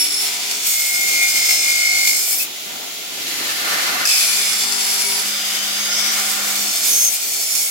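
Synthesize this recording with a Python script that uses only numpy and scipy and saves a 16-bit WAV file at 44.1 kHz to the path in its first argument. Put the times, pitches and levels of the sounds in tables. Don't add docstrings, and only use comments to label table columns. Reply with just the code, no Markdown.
import sys
import numpy as np
from scipy import signal
from scipy.fft import rfft, irfft
from scipy.io import wavfile
from scipy.ndimage import uniform_filter1d

SR = 44100
rng = np.random.default_rng(int(sys.argv[2]) if len(sys.argv) > 2 else 0)


def waveform_to_disk(signal):
    frames = np.transpose(np.atleast_2d(signal))
    scaled = np.clip(frames, -1, 1) * 32767
    samples = np.round(scaled).astype(np.int16)
    wavfile.write(sys.argv[1], SR, samples)


N = 339570
TIME, FREQS = np.arange(N) / SR, np.arange(N // 2 + 1) * SR / N

# frequency_hz, level_db
RUMBLE_SPECTRUM = [(25, -31), (60, -18.5), (110, -12), (170, -4), (300, 2), (500, -3), (720, -5),
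                   (1000, -5), (1600, -46), (3000, -50)]


def undb(db):
    return 10 ** (np.asarray(db) / 20)


def unit(x):
    return x / np.sqrt(np.mean(x ** 2))


def curves(rows):
    times, *columns = np.transpose(rows)
    return [np.interp(TIME, times, c) for c in columns]


def steps(rows, settle_s=0.079):
    times, *columns = np.transpose(rows)
    now = np.maximum(np.searchsorted(times, TIME, side="right") - 1, 0)
    pole = np.exp(-1 / (settle_s * SR))
    return [c[0] + signal.lfilter([1 - pole], [1, -pole], c[now] - c[0]) for c in columns]


def gate(start, end, rise, fall):
    return np.clip((TIME - start) / rise, 0, 1) * np.exp(-np.maximum(TIME - end, 0) / fall)


def walk(rate_hz):
    hold = max(int(SR / rate_hz), 2)
    held = np.repeat(rng.standard_normal(N // hold + 1), hold)
    return unit(uniform_filter1d(uniform_filter1d(held, hold), hold)[:N])


def colour(points):
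    hz, db = np.transpose(points)
    return undb(np.interp(np.log(FREQS + 1), np.log(hz), db))


def resonances(modes):
    return np.sqrt(sum(undb(db) ** 2 / (1 + ((FREQS - hz) / width) ** 2) ** 2
                       for hz, width, db in modes))


def ripple(depth_db, spacing_hz):
    hz = np.arange(0, SR, spacing_hz)
    return undb(depth_db * np.interp(FREQS, hz, rng.uniform(-1, 1, len(hz))))


def shape(x, gain):
    return unit(irfft(rfft(x) * gain, N))


def diffuse(coherence):
    common = np.sqrt(coherence) * rng.standard_normal(N)
    return common + np.sqrt(1 - coherence) * rng.standard_normal((2, N))


def each_turn(turns, top_order, size=4096):
    orders = np.arange(size // 2 + 1)
    rim = irfft(np.exp(2j * np.pi * rng.random(len(orders))) * (orders > 0) * (orders <= top_order))
    return unit(np.interp(turns, np.arange(size) / size, rim, period=1))


def tooth_pattern(turns, change_hz=5.0, count=3):
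    weights = np.array([walk(change_hz) for _ in range(count)])
    patterns = np.array([each_turn(turns, top_order=330) for _ in range(count)])
    return (weights * patterns).sum(0) / np.sqrt((weights ** 2).sum(0) + 0.85)


def cutting_force(turns, repeat, coherence):
    pattern = np.array([tooth_pattern(turns) for ear in range(2)])
    return np.sqrt(repeat) * pattern + np.sqrt(1 - repeat) * diffuse(coherence)


def ringing(force, modes, width_hz=26, restless_db=3.5, groups=7):
    spectrum = rfft(force)
    rows = [(hz, width_hz, db) for hz, db in modes]
    out = sum(irfft(spectrum * resonances(rows[k::groups]), N) * undb(restless_db * walk(14))
              for k in range(groups))
    return out / np.sqrt(uniform_filter1d(np.mean(out ** 2, axis=0), size=4400))


def sawing(turns, reach_web_s=5.2):
    # time_s, level_db, treble_db
    first_cut = [(0, -20.5, 6.5), (.1, -22.5, 2), (.24, -22, 3), (.3, -23, -2), (.62, -23.5, 0),
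                 (.68, -19.5, 6), (.93, -21, 6), (1.12, -18.5, 2), (1.55, -16.5, 0.5), (1.9, -19, -2.5),
                 (2.1, -18.5, 4), (2.42, -24, 12)]
    second_cut = [(4.06, -16, 3), (4.5, -19.5, 2.1), (5.17, -20.5, 4.3), (5.28, -22.5, 2.6),
                  (5.75, -23, 3.2), (6.0, -20.5, 2.6), (6.81, -21, 3.2), (6.88, -18, 6.8),
                  (7.05, -23, 13.4), (7.2, -26, 4.9), (7.58, -22.5, 5.9), (7.7, -27, 8.4)]
    # start_s, end_s, sink_in_s
    cut_spans = [(-1, 2.43, .01), (4.05, 8, .04)]
    # start_s, repeating_share, blade_share, bite_db, modes_db
    walls = [(0, 0.62, 0.35, 6.5, -4), (.5, 0.7, 1, 0, -1.5), (2.1, 0.3, 0.95, -4, -1.5),
             (4.0, 0.71, 0.3, 6.5, -1.5), (5.2, 0.57, 0.06, 5.5, -3), (6.1, 0.5, 0.77, 2, -3),
             (6.55, 0.64, 0.97, 1.5, 1), (7.1, .6, 1, -6, 2.5)]
    # pitch_hz, level_db
    blade_modes = [(3478, -45), (3591, -44), (4242, -45), (4350, -43), (4404, -46), (4452, -40),
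                   (4554, -44), (4813, -46), (5017, -42), (5120, -43), (5222, -35), (5324, -39),
                   (5529, -44), (5631, -40), (5986, -42), (6089, -43), (6142, -41), (6347, -37),
                   (6562, -42), (6600, -44), (6858, -45), (7063, -40), (7111, -37), (7165, -44),
                   (7370, -44), (7628, -42), (7930, -43), (7983, -45), (8134, -46), (8188, -44),
                   (8290, -45), (8387, -40), (8753, -46), (8904, -46), (9313, -50), (9572, -48),
                   (10266, -43), (10438, -46), (10691, -47), (11413, -49), (11666, -46), (11870, -46),
                   (12026, -42), (12333, -47)]
    wall_modes = [(3483, -42), (4237, -41), (4490, -40), (4538, -36), (4840, -42), (5044, -36), (5394, -42),
                  (5599, -38), (5749, -44), (6002, -39), (6508, -44), (6858, -44), (7187, -41), (7515, -39),
                  (7564, -39), (7612, -41), (8021, -44), (8926, -42), (9232, -47), (9835, -46),
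                  (10034, -37), (10083, -39), (10998, -45), (11499, -47)]
    web_modes = [(2891, -48), (3058, -47), (3268, -47), (3515, -47), (3612, -45), (3828, -48), (4538, -44),
                 (4845, -40), (4893, -42), (4996, -47), (5098, -42), (5216, -44), (6013, -46), (6121, -45),
                 (6428, -47), (6514, -48), (6675, -47), (7704, -51), (8005, -50), (8161, -50)]
    # frequency_hz, level_db
    blade_spectrum = [(100, -33), (400, -25.5), (720, -11.5), (1050, -15.5), (1450, -9.5), (1850, -12),
                      (2150, 0.5), (2400, 5.5), (2550, -3), (3200, -1.5), (5200, -3.5), (8350, -1),
                      (8650, -9.5), (9900, -5), (10250, -5), (15800, -5)]
    profile_spectrum = [(100, -49), (450, -13), (800, -5.5), (1150, -2), (1700, 0), (2300, 5), (2850, -6),
                        (3500, -7), (5200, 4.5), (7300, 1.5), (8700, -2), (11000, -0.5), (15800, -9.5)]

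    repeat, blade_share, bite_db, modes_db = steps(walls)
    repeat, blade_share = np.clip([repeat, blade_share], 0, 1)
    force = cutting_force(turns, repeat, coherence=0.21)
    uneven_teeth = each_turn(turns, top_order=40)
    force = force * undb(0.77 * uneven_teeth + 0.65 * walk(700) + walk(40))
    disc, wall, web = (ringing(force, modes) for modes in (blade_modes, wall_modes, web_modes))
    blade_scrape = shape(force, colour(blade_spectrum) * ripple(depth_db=3.0, spacing_hz=40))
    profile_scrape = shape(force, colour(profile_spectrum) * ripple(depth_db=3.0, spacing_hz=40))
    in_web = steps([(0, 0), (reach_web_s, 1)])[0]
    blade = unit(blade_scrape + undb(modes_db) * disc)
    profile = unit(profile_scrape + undb(modes_db) * ((1 - in_web) * wall + in_web * web))
    ring = blade_share * blade + (1 - blade_share) * profile
    level_db, treble_db = curves(list(first_cut) + list(second_cut))
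    spectrum = rfft(ring)
    treble = irfft(spectrum / (1 + (9200 / (FREQS + 1)) ** 8), N)
    middle = irfft(spectrum / (1 + ((FREQS - 3250) / 750) ** 4), N)
    ring = ring + (undb(treble_db + walk(25)) - 1) * treble + (undb(bite_db) - 1) * middle
    contact = sum(gate(start, end, sink_in, fall=0.017) for start, end, sink_in in cut_spans)
    return ring * (contact * undb(level_db) + snags(turns))


def squeals(turns, speed_hz, octave_db=-32, waver_db=1.3, drift_rad=.45):
    # start_s, end_s, pitch_hz, level_db, roughness
    chatter = [(-.1, .025, 5514, -16.5, .2), (-.1, .02, 11025, -19, .3), (.036, .05, 11025, -19, .4),
               (.06, .16, 11025, -31, .8), (.11, .275, 5351, -25.5, .5), (.115, .23, 5300, -30, .6),
               (0, .13, 8230, -31, .5), (.22, .255, 10690, -26, .5), (.335, .35, 10690, -31, .5),
               (.7, .98, 8390, -30, .5), (.65, .82, 7110, -30, .4), (1.147, 1.598, 12024, -33, .4),
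               (1.35, 1.64, 5219, -27, .4), (1.87, 2.05, 4452, -26.5, .4), (2.05, 2.2, 7368, -27.5, .5),
               (2.05, 2.27, 8183, -27.5, .5), (2.39, 2.43, 2555, -25.5, .65), (4.17, 4.3, 5100, -26, .8),
               (4.3, 5.17, 5043, -29.5, .7), (4.19, 4.31, 10110, -24, .4), (4.25, 5.2, 10086, -29, .9),
               (4.3, 5.18, 7565, -33, .8), (4.7, 5.16, 5600, -31, .6), (5.74, 6.01, 6428, -28, .3),
               (5.72, 6.18, 2194, -37, .7), (5.945, 6.07, 2194, -30.5, .3), (6.86, 7.075, 6342, -17.5, .2),
               (6.83, 7.05, 10280, -27, .8), (7.55, 7.75, 2199, -35, .4), (7.29, 7.75, 10280, -31, .7)]
    out = np.zeros((2, N))
    waver = np.array([walk(17) for ear in range(2)])
    slip = np.array([walk(170) + 1j * walk(170) for ear in range(2)])
    drift = np.array([walk(14) for ear in range(2)])
    ear_phase = np.array([[0], [np.pi / 2]])
    for start, end, hz, db, roughness in chatter:
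        on = np.arange(max(int(start * SR), 0), min(int((end + .2) * SR), N))
        order = np.round(hz / speed_hz[on].mean())
        own = (on + rng.integers(N)) % N
        offsets = 2 * np.pi * rng.random((3, 2, 1))
        angle = 2 * np.pi * turns[on]
        phase = order * angle + offsets[0, 0] + ear_phase + drift_rad * drift[:, own]
        phase += roughness * np.sin(angle + offsets[1])
        grip = 1 + roughness * (0.38 * np.sin(2 * angle + offsets[2]) + .55 * slip[:, own])
        grip /= np.sqrt(np.mean(abs(grip) ** 2))
        tone = (grip * (np.exp(1j * phase) + undb(octave_db) * np.exp(2j * phase))).imag
        envelope = gate(start, end, rise=min(.3 * (end - start), .09), fall=.02)[on]
        out[:, on] += tone * envelope * undb(db + waver_db * waver[:, own])
    return out


def rasps(turns):
    # start_s, end_s, first_pitch_hz, last_pitch_hz, width_hz, level_db
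    spells = [(-.1, .22, 5400, 5360, 350, -26), (.09, .25, 10770, 10700, 200, -28),
              (1.45, 1.72, 5650, 5630, 200, -32), (2.06, 2.2, 5219, 5219, 200, -27.5),
              (2.2, 2.414, 5280, 5300, 700, -32), (2.18, 2.372, 2336, 2310, 130, -35),
              (4.057, 4.211, 2590, 2520, 150, -26), (4.191, 4.37, 2496, 2437, 150, -29.5),
              (4.36, 4.52, 2270, 2236, 120, -32.5), (4.067, 4.19, 5100, 5090, 240, -22),
              (5.002, 5.1, 2260, 2220, 120, -32), (5.89, 5.95, 1420, 1420, 90, -36),
              (5.94, 6.38, 770, 770, 70, -43), (5.892, 6.118, 5400, 5620, 650, -24.5),
              (6.24, 6.325, 9500, 9500, 5000, -29), (6.895, 7.09, 6060, 6060, 200, -23),
              (6.93, 7.08, 6520, 6540, 200, -23.5), (6.823, 7.02, 11850, 11850, 2000, -26),
              (7.407, 7.62, 5250, 5230, 280, -30)]
    out = np.zeros((2, N))
    force = cutting_force(turns, repeat=0.71, coherence=0.14)
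    for start, end, first_hz, last_hz, width, db in spells:
        on = np.arange(max(int(start * SR), 0), min(int((end + .15) * SR), N))
        hz = np.arange(len(on)) * SR / len(on)
        band = 1 / (1 + (2 * (hz - first_hz) / width) ** 4)
        ring = np.fft.ifft(np.fft.fft(force[:, on]) * band)
        slide_cycles = np.cumsum(np.interp(TIME[on], [start, end], [0, last_hz - first_hz])) / SR
        rasp = unit((ring * np.exp(2j * np.pi * slide_cycles)).real)
        out[:, on] += rasp * undb(db) * gate(start, end, rise=.036, fall=.024)[on]
    return out


def motor(turns):
    # start_s, end_s, order_four_db, order_six_db, order_eight_db
    hums = [(-.1, .226, -56, -47, -51), (.205, 0.676, -56, -58, -47), (4.16, 4.6, -48.5, -60, -52.5),
            (4.6, 5.2, -48.5, -64, -41.5), (5.217, 6.707, -44, -50.5, -60)]
    four, six, eight = sum(np.outer(undb(levels), gate(start, end, rise=0.035, fall=0.028))
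                           for start, end, *levels in hums)
    # order, family_envelope, level_db
    partials = [(3, four, -13), (4, four, 0), (5, eight, -9), (6, six, 0), (8, eight, 0),
                (11, four, -7), (14, eight, -4), (15, four, -3), (16, eight, -2), (19, eight, -1)]
    out = 0.
    for order, family, db in partials:
        phase = 2 * np.pi * (order * turns + rng.random()) + 0.44 * walk(5.9)
        out = out + family * undb(db + 2.0 * walk(6)) * np.sin([phase, phase + 0.85])
    return out


def mist(level_db=-28.5):
    # frequency_hz, level_db
    jet_spectrum = [(700, -27), (1700, -16), (2050, -1.5), (2500, -0.5), (3300, 2.5), (5000, -1.5),
                    (7200, -0.5), (8300, -10), (10000, -7.5), (11100, -4), (12500, -8.5), (15800, -6)]
    return shape(diffuse(coherence=0.052), colour(jet_spectrum)) * undb(level_db + .5 * walk(12))


def hall(flicker_db=2.2, modes_db=-45.5):
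    # time_s, level_db
    drone_levels = [(0, -51), (.85, -47), (1.1, -45), (2.5, -46), (4.2, -48.5), (5.0, -49.5), (6.8, -45),
                    (7.7, -49.5)]
    # pitch_hz, width_hz, level_db
    room_modes = [(410.5, 11.4, 0.5), (703, 108, -1.5), (1346, 39, -9.5)]
    drone = shape(diffuse(coherence=0.23), colour(RUMBLE_SPECTRUM))
    drone *= undb(curves(drone_levels)[0] + flicker_db * walk(15))
    ring = shape(diffuse(coherence=0.15), resonances(room_modes))
    return drone + ring * undb(modes_db + flicker_db * walk(9.9))


def snags(turns, decay_s=0.027, decay_turns=0.75):
    # start_s, peak_db
    catches = [(.512, -28), (.666, -24), (1.4914, -20), (2.073, -16), (6.5544, -22), (7.552, -20.5)]
    out = np.zeros(N)
    for start, db in catches:
        i = int(start * SR)
        turn_fraction = (turns[i:] - turns[i]) % 1
        out[i:] += undb(db) * np.exp(-(TIME[i:] - start) / decay_s - turn_fraction / decay_turns)
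    return out


def howl(turns, main_order=42, waver_db=1.5):
    # time_s, level_db, throb_depth, lower_sideband_share
    course = [(.66, -42, .3, .3), (.8, -28, .3, .3), (.93, -24.5, .3, .3), (1.02, -21.2, .12, .3),
              (1.275, -20.5, .05, .3), (1.297, -25.5, .2, .5), (1.342, -25, .4, .6), (1.355, -21.5, .4, .6),
              (1.382, -21.5, .4, .6), (1.395, -26, .8, .6), (1.478, -25.5, .7, .6), (1.49, -21, .5, .7),
              (1.515, -22, .5, .7), (1.535, -25, .8, .7), (1.655, -28, .8, .4), (1.69, -23, .5, .3),
              (1.81, -20.7, .5, .2), (1.94, -22, .8, .1), (2.03, -24.5, .5, .2), (2.08, -23, .5, .3),
              (2.15, -27.5, .5, .3), (2.2, -34, .4, .3)]
    # start_s, length_s, depth
    judders = [(.925, .03, .4), (1.359, .032, .9), (1.493, .028, 1), (1.556, .04, .6), (2.035, .11, .7)]
    # spindle_order, level_db
    partials = [(14, -34), (15, -31), (28, -31), (39, -20), (45, -21), (46, -20), (47, -16), (70, -22),
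                (87, -18), (102, -14)]
    angle = 2 * np.pi * turns
    ear_angles = np.array([angle, angle + .5])
    level_db, depth, lower_share = curves(course)
    throb = (1 - lower_share) * np.exp(1j * ear_angles) + lower_share * np.exp(-1j * ear_angles)
    throb *= 1 + .25 * walk(35)
    swell = undb(level_db) * gate(course[0][0], course[-1][0], rise=0.074, fall=0.033) * np.sqrt(2)
    for start, length, judder in judders:
        bursting = gate(start - .012, start + length, rise=.006, fall=.012)
        swell = swell * (1 + judder * bursting * np.cos(angle - angle[int(start * SR)]))
        depth = depth * (1 - bursting)
    ear_phase = np.array([0.11 * walk(14), 1.5 + 0.2 * walk(14)])
    tone = (1 + depth * throb) * np.exp(1j * (main_order * angle + ear_phase))
    for order, db in partials:
        phase = order * angle + 2 * np.pi * rng.random((2, 1))
        phase += 0.72 * np.array([walk(10.1), walk(9.14)])
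        tone += undb(db + 3.5 * walk(6.93)) * np.exp(1j * phase)
    return swell * tone.imag * undb(waver_db * walk(24.7))


def draught(idle_roar_db=-40.5, idle_hiss_db=-41, crossover_hz=2200):
    # frequency_hz, level_db
    rush_spectrum = [(59, -54), (100, -43), (233, -24), (593, -9.5), (748, -2), (905, -9.5), (1190, -5),
                     (2020, -4), (2250, -4), (4620, -6), (9300, -14.5), (12300, -12.5), (15800, -24.5)]
    # pitch_hz, width_hz, level_db
    cavity_modes = [(1024, 16, -3.5), (1183, 30, -0.5), (1406, 80, 2), (1620, 27, -7.5), (1790, 46, 2),
                    (2050, 22, 3.5)]
    # start_s, end_s, rise_s, fall_s, roar_db, hiss_db, rumble_db
    swells = [(2.63, 2.75, 0.072, 0.15, -38, -36, -41), (2.985, 4.015, 0.36, 0.079, -36, -21.5, -38.5),
              (3.3, 3.52, .2, .06, -26.5, -28, -60), (3.513, 4.049, 0.17, 0.019, -20.5, -22.5, -64),
              (4.19, 5.304, 0.047, .5, -32, -29, -52), (5.197, 6.463, 0.99, 0.36, -25.5, -28.5, -50)]
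    housing = ripple(depth_db=3.2, spacing_hz=45)
    response = np.hypot(colour(rush_spectrum) * housing, resonances(cavity_modes))
    rush = shape(diffuse(coherence=0.024), response)
    hiss = irfft(rfft(rush) / (1 + (crossover_hz / (FREQS + 1)) ** 6), N)
    rumble = shape(diffuse(coherence=0.3), colour(RUMBLE_SPECTRUM))
    powers = sum(np.outer(undb(levels), gate(start, end, rise, fall)) ** 2
                 for start, end, rise, fall, *levels in swells)
    roar_gain, hiss_gain, rumble_gain = np.sqrt(powers)
    low = (rush - hiss) * np.hypot(roar_gain, undb(idle_roar_db)) + rumble * rumble_gain
    high = hiss * np.hypot(hiss_gain, undb(idle_hiss_db))
    return low * undb(walk(45)) + high * undb(walk(45))


def knocks():
    # start_s, level_db
    strikes = [(4.053, -12.5), (4.0585, -18), (4.0718, -14), (4.0918, -19), (4.1112, -19), (4.1315, -20),
               (4.1512, -24), (4.634, -17.5), (4.721, -19), (5.019, -19)]
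    # pitch_hz, width_hz, level_db
    struck_modes = [(1720, 150, -7), (2500, 180, -2), (5000, 300, 3), (5900, 550, -2), (7500, 830, -5),
                    (11100, 2400, -8.5)]
    contact = sum(undb(db) * gate(start, start + .003, rise=.001, fall=0.005) for start, db in strikes)
    return contact * shape(diffuse(coherence=0.16), resonances(struck_modes))


def scene(free_speed_hz=51.17, full_load_sag_hz=.74):
    # start_s, load_share
    loads = [(0, .16), (.3, 0), (2.1, .1), (4.08, 1), (5.18, .2), (6.45, .03)]
    speed_hz = free_speed_hz - full_load_sag_hz * steps(loads)[0]
    turns = np.cumsum(speed_hz) / SR
    machine = (sawing(turns) + howl(turns) + squeals(turns, speed_hz)
               + rasps(turns) + knocks() + motor(turns))
    slightly_left = undb([[.2], [-.2]])
    return machine * slightly_left + mist() + draught() + hall()


def record(dry):
    cutoff_hz = 15800
    rounded = np.tanh(0.73 * dry) / 0.67
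    return signal.sosfilt(signal.ellip(10, .2, 80, cutoff_hz, fs=SR, output="sos"), rounded)


dry = scene()
out = record(dry)
waveform_to_disk(out)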